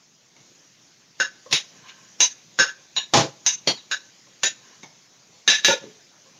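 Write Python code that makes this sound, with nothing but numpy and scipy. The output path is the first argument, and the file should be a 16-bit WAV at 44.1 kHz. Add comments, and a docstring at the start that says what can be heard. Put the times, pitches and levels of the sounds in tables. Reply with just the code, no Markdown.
"""A small, hard kitchen, heard from a camera microphone near the counter. A pan sizzles and a hood hums
throughout. A cap ticks, a plate and tongs clink, a utensil scrapes a dish. Spoon, plate and tongs
follow, then two knocks on the counter at 3 s, a knife, a lid and a shorter scrape. Near 5.5 s a bowl,
fork and tub clatter; a cup and a board are tapped last. The camera's noise suppressor holds the sizzle
down, opens for each blow and shuts on its echo."""
import sys
import numpy as np
from scipy import signal
from scipy.fft import rfft, irfft, next_fast_len
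from scipy.io import wavfile
from scipy.ndimage import uniform_filter1d

SR = 44100
rng = np.random.default_rng(int(sys.argv[2]) if len(sys.argv) > 2 else 0)


def inscribe(sig):
    """Save sig as 16-bit PCM at rate SR to the path in sys.argv[1].

    A 1-D sig is mono; a 2-D sig holds one channel per row.
    Samples are clipped to [-1, 1] before scaling.
    """
    pcm = np.round(np.clip(np.atleast_2d(sig).T, -1, 1) * 32767)
    wavfile.write(sys.argv[1], SR, pcm.astype(np.int16))


N = 281975

# spectrum of the frying pan and room hum: (frequency [Hz], level per Hz [dB])
SIZZLE_SPECTRUM = [(30, -9.5), (130, 5.5), (330, -1), (630, -4), (1250, -8), (2000, -6.5), (3200, -7),
                   (5000, -5.5), (6300, -1.5), (9000, -11), (13000, 1.5), (16000, -7.5)]
# the sizzle through the microphone, ahead of the suppressor: (time [s], level [dB])
SIZZLE_LEVEL = [(0, -41), (.33, -40), (.4, -37), (1.1, -39), (1.6, -34), (2.1, -35), (2.8, -36.5),
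                (3.6, -35), (4.3, -36.5), (4.7, -35), (5.2, -37.5), (5.9, -34), (6.08, -36.5), (6.39, -36)]
# resonances of the cooker hood and of a rubbed dish: (frequency [Hz], width [Hz], level [dB])
HOOD_MODES = [(120, 25, 0), (150, 20, 0), (185, 20, 0), (340, 25, -2)]
DISH_LOW = [(1050, 70, 0), (1580, 50, -2), (1720, 60, -3)]
DISH_HIGH = [(2300, 400, -12), (2940, 100, -2), (3900, 400, -12), (6100, 600, -16)]
# strokes over a dish: (start [s], length [s], level [dB], hardest press at [s], pressure there [dB])
SCRAPES = [(1.72, .42, -42, 1.895, 6), (4.6, .23, -41, 4.75, -4)]
# the kitchen's reverberation: (frequency [Hz], t60 [s])
KITCHEN_T60 = [(150, .4), (600, .4), (2000, .43), (6000, .41), (14000, .31)]
# echoes off the nearby counter and tiles: (frequency [Hz], level over the kitchen's echo [dB])
NEAR_ECHOES = [(200, -12), (1500, -8), (6000, -5), (10000, 1.5), (16000, 1.5)]
# modes of each struck thing: (frequency [Hz], level [dB], t60 [s])
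PLATE = [(552, -12, .08), (1545, 0, .1), (1590, -5, .08), (1690, -1, .1), (2805, -8, .07), (3860, -10, .04),
         (5415, -7, .08), (6600, -10, .06), (6690, -12, .06)]
BOWL = [(1726, 4.5, .07), (2810, -1, .07), (3805, 4, .07), (3950, 2, .06), (4880, -23.5, .05),
        (5905, -11, .07), (6205, -2, .06), (6310, -6, .07), (8450, -12, .03)]
SPOON = [(1010, -18, .05), (1733, -17.5, .07), (2150, -20.5, .05), (2860, -12, .06), (2970, -14.5, .05),
         (3780, -12.5, .04), (3940, -7, .06), (5240, -14.5, .04), (5890, -4, .08), (6120, -5, .04),
         (6315, 0, .06), (6515, -7, .05)]
TONGS = [(1065, -18, .05), (1716, -13, .05), (2917, -12, .05), (3800, -6, .05), (3935, -3, .09),
         (4177, -14, .05), (5695, -16, .04), (6852, -12, .05)]
LID = [(590, -12, .06), (1571, -2.5, .06), (1776, -1.5, .06), (2240, -17, .05), (2745, -4, .06),
       (3780, -7.5, .06), (3897, 0.5, .06), (6050, -1, .06), (6847, 3, .06)]
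KNIFE = [(2110, -6.5, .05), (3273, -4.5, .05), (4382, 1.5, .1), (4726, 0, .06), (5910, -7, .08),
         (6933, -12, .05)]
COUNTER = [(148, -0.5, .1), (350, -13, .07), (495, -4, .07), (545, -6, .07), (663, -5, .07), (818, -2, .07),
           (1000, -6.5, .05), (2130, -14, .04)]
TUB = [(549, 0, .08), (893, -4.5, .08), (1421, -8, .05), (2433, -10, .05)]
BOARD = [(552, 0, .08), (1055, -2, .06)]
CUP = [(430, 0, .09), (900, -18, .05)]
CAP = [(2200, 0, .03), (3700, -8, .03), (6400, -4, .03)]
FORK = [(12300, -3, .02), (12800, -3, .03), (14062, 0, .2)]
# contact noises, a crack, a metallic tick and a thud: (frequency [Hz], level per Hz [dB])
CRACK = [(200, -30), (800, -19), (2000, 1.5), (4000, 3), (6500, 2), (8000, 0.5), (11000, -7), (16000, -13)]
TICK = [(4000, -40), (7000, -8), (8500, 0.5), (11000, -6), (16000, -18)]
THUD = [(60, -11), (150, 0.5), (500, -5), (1000, -6.5), (2000, -22), (4000, -51.5)]
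# thing: (modes, thud over crack [dB], tick over crack [dB],
# how long its echo is heard [x the kitchen's t60])
THINGS = { "plate": (PLATE, -30, -10, 1.02), "bowl": (BOWL, -23, -14, 1.22), "spoon": (SPOON, -31, 3, .95),
          "tongs": (TONGS, -14, -3, .9), "lid": (LID, -11, -2, .98), "knife": (KNIFE, -2, -4, .84),
          "counter": (COUNTER, -4, -14, 1.12), "tub": (TUB, -8, -14, 1.05), "board": (BOARD, -2, -10, 1.05),
          "cup": (CUP, -2, -14, 1.1), "cap": (CAP, 3, -6, .92), "fork": (FORK, -12, 8, .95), }
# blows on dishes and counter: (thing, time [s], ring level [dB], crack level [dB])
BLOWS = [ ("cap", .365, -42, -43), ("plate", 1.2008, -19, -28), ("board", 1.4617, -35, -49),
         ("tongs", 1.511, -38, -29), ("tongs", 1.5265, -24, -17), ("spoon", 2.2045, -15, -23),
         ("plate", 2.589, -18, -23), ("plate", 2.597, -18, -25), ("board", 2.78, -43, -56),
         ("tongs", 2.9645, -22, -33), ("tongs", 2.982, -25, -35), ("counter", 3.1364, -17, -16),
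         ("counter", 3.17, -22, -21), ("spoon", 3.4636, -18, -28), ("knife", 3.6737, -21, -21.5),
         ("tongs", 3.775, -34, -42), ("plate", 3.9131, -24, -29), ("tongs", 3.9135, -28, -36),
         ("board", 4.27, -44, -55), ("lid", 4.4334, -20, -22), ("cap", 4.832, -35, -38),
         ("counter", 5.33, -44, -57), ("bowl", 5.4771, -15, -18.5), ("bowl", 5.500, -22, -22),
         ("bowl", 5.6467, -16, -17), ("fork", 5.648, -16, -38), ("tub", 5.684, -19, -29),
         ("cup", 5.8392, -33, -44), ("board", 6.2593, -42, -45), ]
# response of the camera microphone: (frequency [Hz], gain [dB])
MICROPHONE = [(25, -32), (70, -25.5), (115, -3), (6800, 2), (7200, -3), (7600, -16.5), (16000, -33.5)]
# how far a suppressor band follows its own level, not the total: (frequency [Hz], share [0-1])
OWN_SHARE = [(250, .8), (900, .4), (1500, .16), (16000, .12)]
# spectrum of the recorder's hiss: (frequency [Hz], level per Hz [dB])
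HISS_SPECTRUM = [(20, 0), (60, -2), (120, -8), (400, -25), (8000, -34), (13000, -20), (15700, -17),
                 (16000, -26)]


def gain_of(db):
    """Decibels to an amplitude factor."""
    return 10 ** (np.asarray(db) / 20)


def unit_rms(x):
    """Scales to rms 1."""
    return x / np.sqrt(np.mean(x ** 2) + 1e-20)


def curve_at(points, hz):
    """Reads a table along straight lines on a log-frequency axis."""
    f, value = np.transpose(points)
    return np.interp(np.log(hz + 1), np.log(f + 1), value)


def add(mix, start_s, sound):
    """Mixes a sound in at its start time."""
    part = mix[round(start_s * SR):][:len(sound)]
    part += sound[:len(part)]


def impulse_of(spectrum, size=4096):
    """Minimum-phase impulse response of a spectrum."""
    log_gain = np.log(gain_of(curve_at(spectrum, abs(np.fft.fftfreq(size, 1 / SR)))))
    return np.fft.ifft(np.exp(np.conj(signal.hilbert(log_gain)))).real[:size // 2]


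def resonant_noise(modes, size):
    """Noise through a set of resonances, at rms 1."""
    fast = next_fast_len(size)
    hz = np.fft.rfftfreq(fast, 1 / SR)
    shape = sum(gain_of(db) / np.sqrt(1 + (2 * (hz - f) / width) ** 2) for f, width, db in modes)
    return unit_rms(irfft(rfft(rng.standard_normal(fast)) * shape, fast)[:size])


def microphone(x):
    """The camera microphone loses the deep bass and the treble above 7 kHz."""
    return signal.oaconvolve(x, impulse_of(MICROPHONE))[:N]


def cooker_hood(level_db=-50):
    """The fan hums steadily in the background: noise in four low resonances."""
    return gain_of(level_db) * resonant_noise(HOOD_MODES, N)


def sizzle(patchy_db=2.0):
    """The frying pan: noise whose spectrum flickers in random patches while its level drifts."""
    frames, hz = N // 128 + 5, np.fft.rfftfreq(512, 1 / SR)
    real, imag, patches = rng.standard_normal((frames, len(hz), 3)).T
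    patches = uniform_filter1d(patches, size=6, axis=0)  # about 500 Hz wide
    patches = unit_rms(uniform_filter1d(patches, size=20, axis=1))  # about 60 ms long
    spectra = (real + 1j * imag) * gain_of(curve_at(SIZZLE_SPECTRUM, hz)[:, None] + patchy_db * patches)
    noise = signal.istft(spectra, nperseg=512, noverlap=384)[1][:N]
    level_db = np.interp(np.arange(N) / SR, *np.transpose(SIZZLE_LEVEL))
    return noise / np.std(microphone(noise)) * gain_of(level_db)


def scrape(length_s, level_db, press_at_s, press_db, light_db=-6, press_s=.045):
    """A utensil rubs a dish; pressing harder makes it louder and brings out the high resonances."""
    t = np.arange(0, length_s, 1 / SR)
    stroke = np.clip(np.minimum(t / .05, (length_s - t) / .08), 0, 1)  # 50 ms rise, 80 ms fall
    extra_db = (press_db - light_db) * np.exp(-((t - press_at_s) / press_s) ** 2)
    low, high = (resonant_noise(modes, SR)[:len(t)] for modes in (DISH_LOW, DISH_HIGH))
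    return stroke * gain_of(level_db + .3 * extra_db) * (low + gain_of(light_db + extra_db) * high)


def kitchen_echo(echo_stretch, gap_s=.002, near_t60_s=.09):
    """Quick echoes from close by, and dense ones off tiles and cupboards that die band by band."""
    taps = np.zeros(SR // 3)
    slots = np.arange(0, len(taps) - 20, 20)  # one echo of random sign in every 20 samples
    taps[slots + rng.integers(0, 20, len(slots))] = rng.choice([-1., 1.], len(slots))
    taps[:round(gap_s * SR)] = 0
    hz, t, spectra = signal.stft(taps, SR, nperseg=256)
    far = gain_of(-60 * t / (echo_stretch * curve_at(KITCHEN_T60, hz)[:, None]))
    near = gain_of(curve_at(NEAR_ECHOES, hz)[:, None] - 60 * t / near_t60_s)
    return signal.istft(spectra * np.hypot(far, near), SR, nperseg=256)[1]


def blow(thing, ring_db, crack_db, contact_s=.004):
    """A struck thing rings, cracks, ticks and thuds, reaching the microphone directly and by echo."""
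    modes, thud_db, tick_db, echo_stretch = THINGS[thing]
    hz, db, t60 = np.transpose(modes)[:, :, None]
    t = np.arange(2048) / SR
    decays = gain_of(db - 60 * t / t60) / np.sqrt(t60)  # a mode's level sets its energy
    ring = (decays * np.sin(2 * np.pi * hz * t)).sum(0)
    ring *= np.cos(np.pi / 2 * t / t[-1])  # the hand soon damps what is left
    sources = [ring, impulse_of(CRACK), impulse_of(TICK), impulse_of(THUD)]
    paths = np.tile(kitchen_echo(echo_stretch), (len(sources), 1))
    chatter = rng.standard_normal(len(t)) * np.exp(-t / contact_s)
    paths[0, 0] += gain_of(13)  # the direct ring stands above any single echo
    paths[1:, :len(t)] += gain_of(11) * chatter / np.linalg.norm(chatter)  # the direct contact chatters
    parts = signal.fftconvolve(sources, paths, axes=1)
    onset_rms = np.sqrt(np.mean(parts[:, :SR // 25] ** 2, axis=1))  # levels hold over the first 40 ms
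    gains = gain_of([ring_db, crack_db, crack_db + tick_db, crack_db + thud_db]) / onset_rms
    return gains @ parts


def scene():
    """The kitchen at the microphone, in mono: blows and scrapes over the pan and the hood."""
    mix = sizzle() + cooker_hood()
    for thing, start_s, ring_db, crack_db in BLOWS:
        add(mix, start_s, blow(thing, ring_db, crack_db))
    for start_s, length_s, level_db, hardest_s, press_db in SCRAPES:
        add(mix, start_s, scrape(length_s, level_db, hardest_s - start_s, press_db))
    return mix[None]


def noise_suppressor(x, depth_db=18., shut_db=5., span_db=9.5, learns_db=-18., memory_s=.12):
    """Holds each band down until the sound rises above what the camera takes for background."""
    hz, t, spectra = signal.stft(x, SR, nperseg=1024, noverlap=768)
    power = uniform_filter1d(abs(spectra) ** 2, size=11, axis=0) + 1e-20
    keep = np.exp(-t[1] / memory_s)
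    recent = signal.lfilter([1 - keep], [1, -keep], power, axis=1)
    # a sound that lasts soon counts toward the background
    background = np.percentile(power, 30, axis=1)[:, None] + gain_of(2 * learns_db) * recent
    band_db = 10 * np.log10(power / background)
    total_db = 10 * np.log10(power.sum(0) / background.sum(0))
    own = curve_at(OWN_SHARE, hz)[:, None]
    above_db = own * band_db + (1 - own) * total_db
    lift_db = depth_db * np.clip((above_db - shut_db) / span_db, 0, 1)
    lift_db = uniform_filter1d(lift_db, size=3, axis=1)  # the gain glides from frame to frame
    return signal.istft(spectra * gain_of(lift_db - depth_db), SR, nperseg=1024, noverlap=768)[1][:N]


def record(dry, hiss_db=-85, edge_hz=16450):
    """Inside the camera: microphone colour, noise suppressor, recorder hiss, band limit."""
    suppressed = noise_suppressor(microphone(dry[0]))
    hiss = unit_rms(signal.oaconvolve(rng.standard_normal(N), impulse_of(HISS_SPECTRUM), "same"))
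    lowpass = signal.firwin(511, edge_hz, window=("kaiser", 9), fs=SR)
    return signal.oaconvolve(suppressed + gain_of(hiss_db) * hiss, lowpass, "same")[None]


dry = scene()
out = record(dry)
inscribe(out)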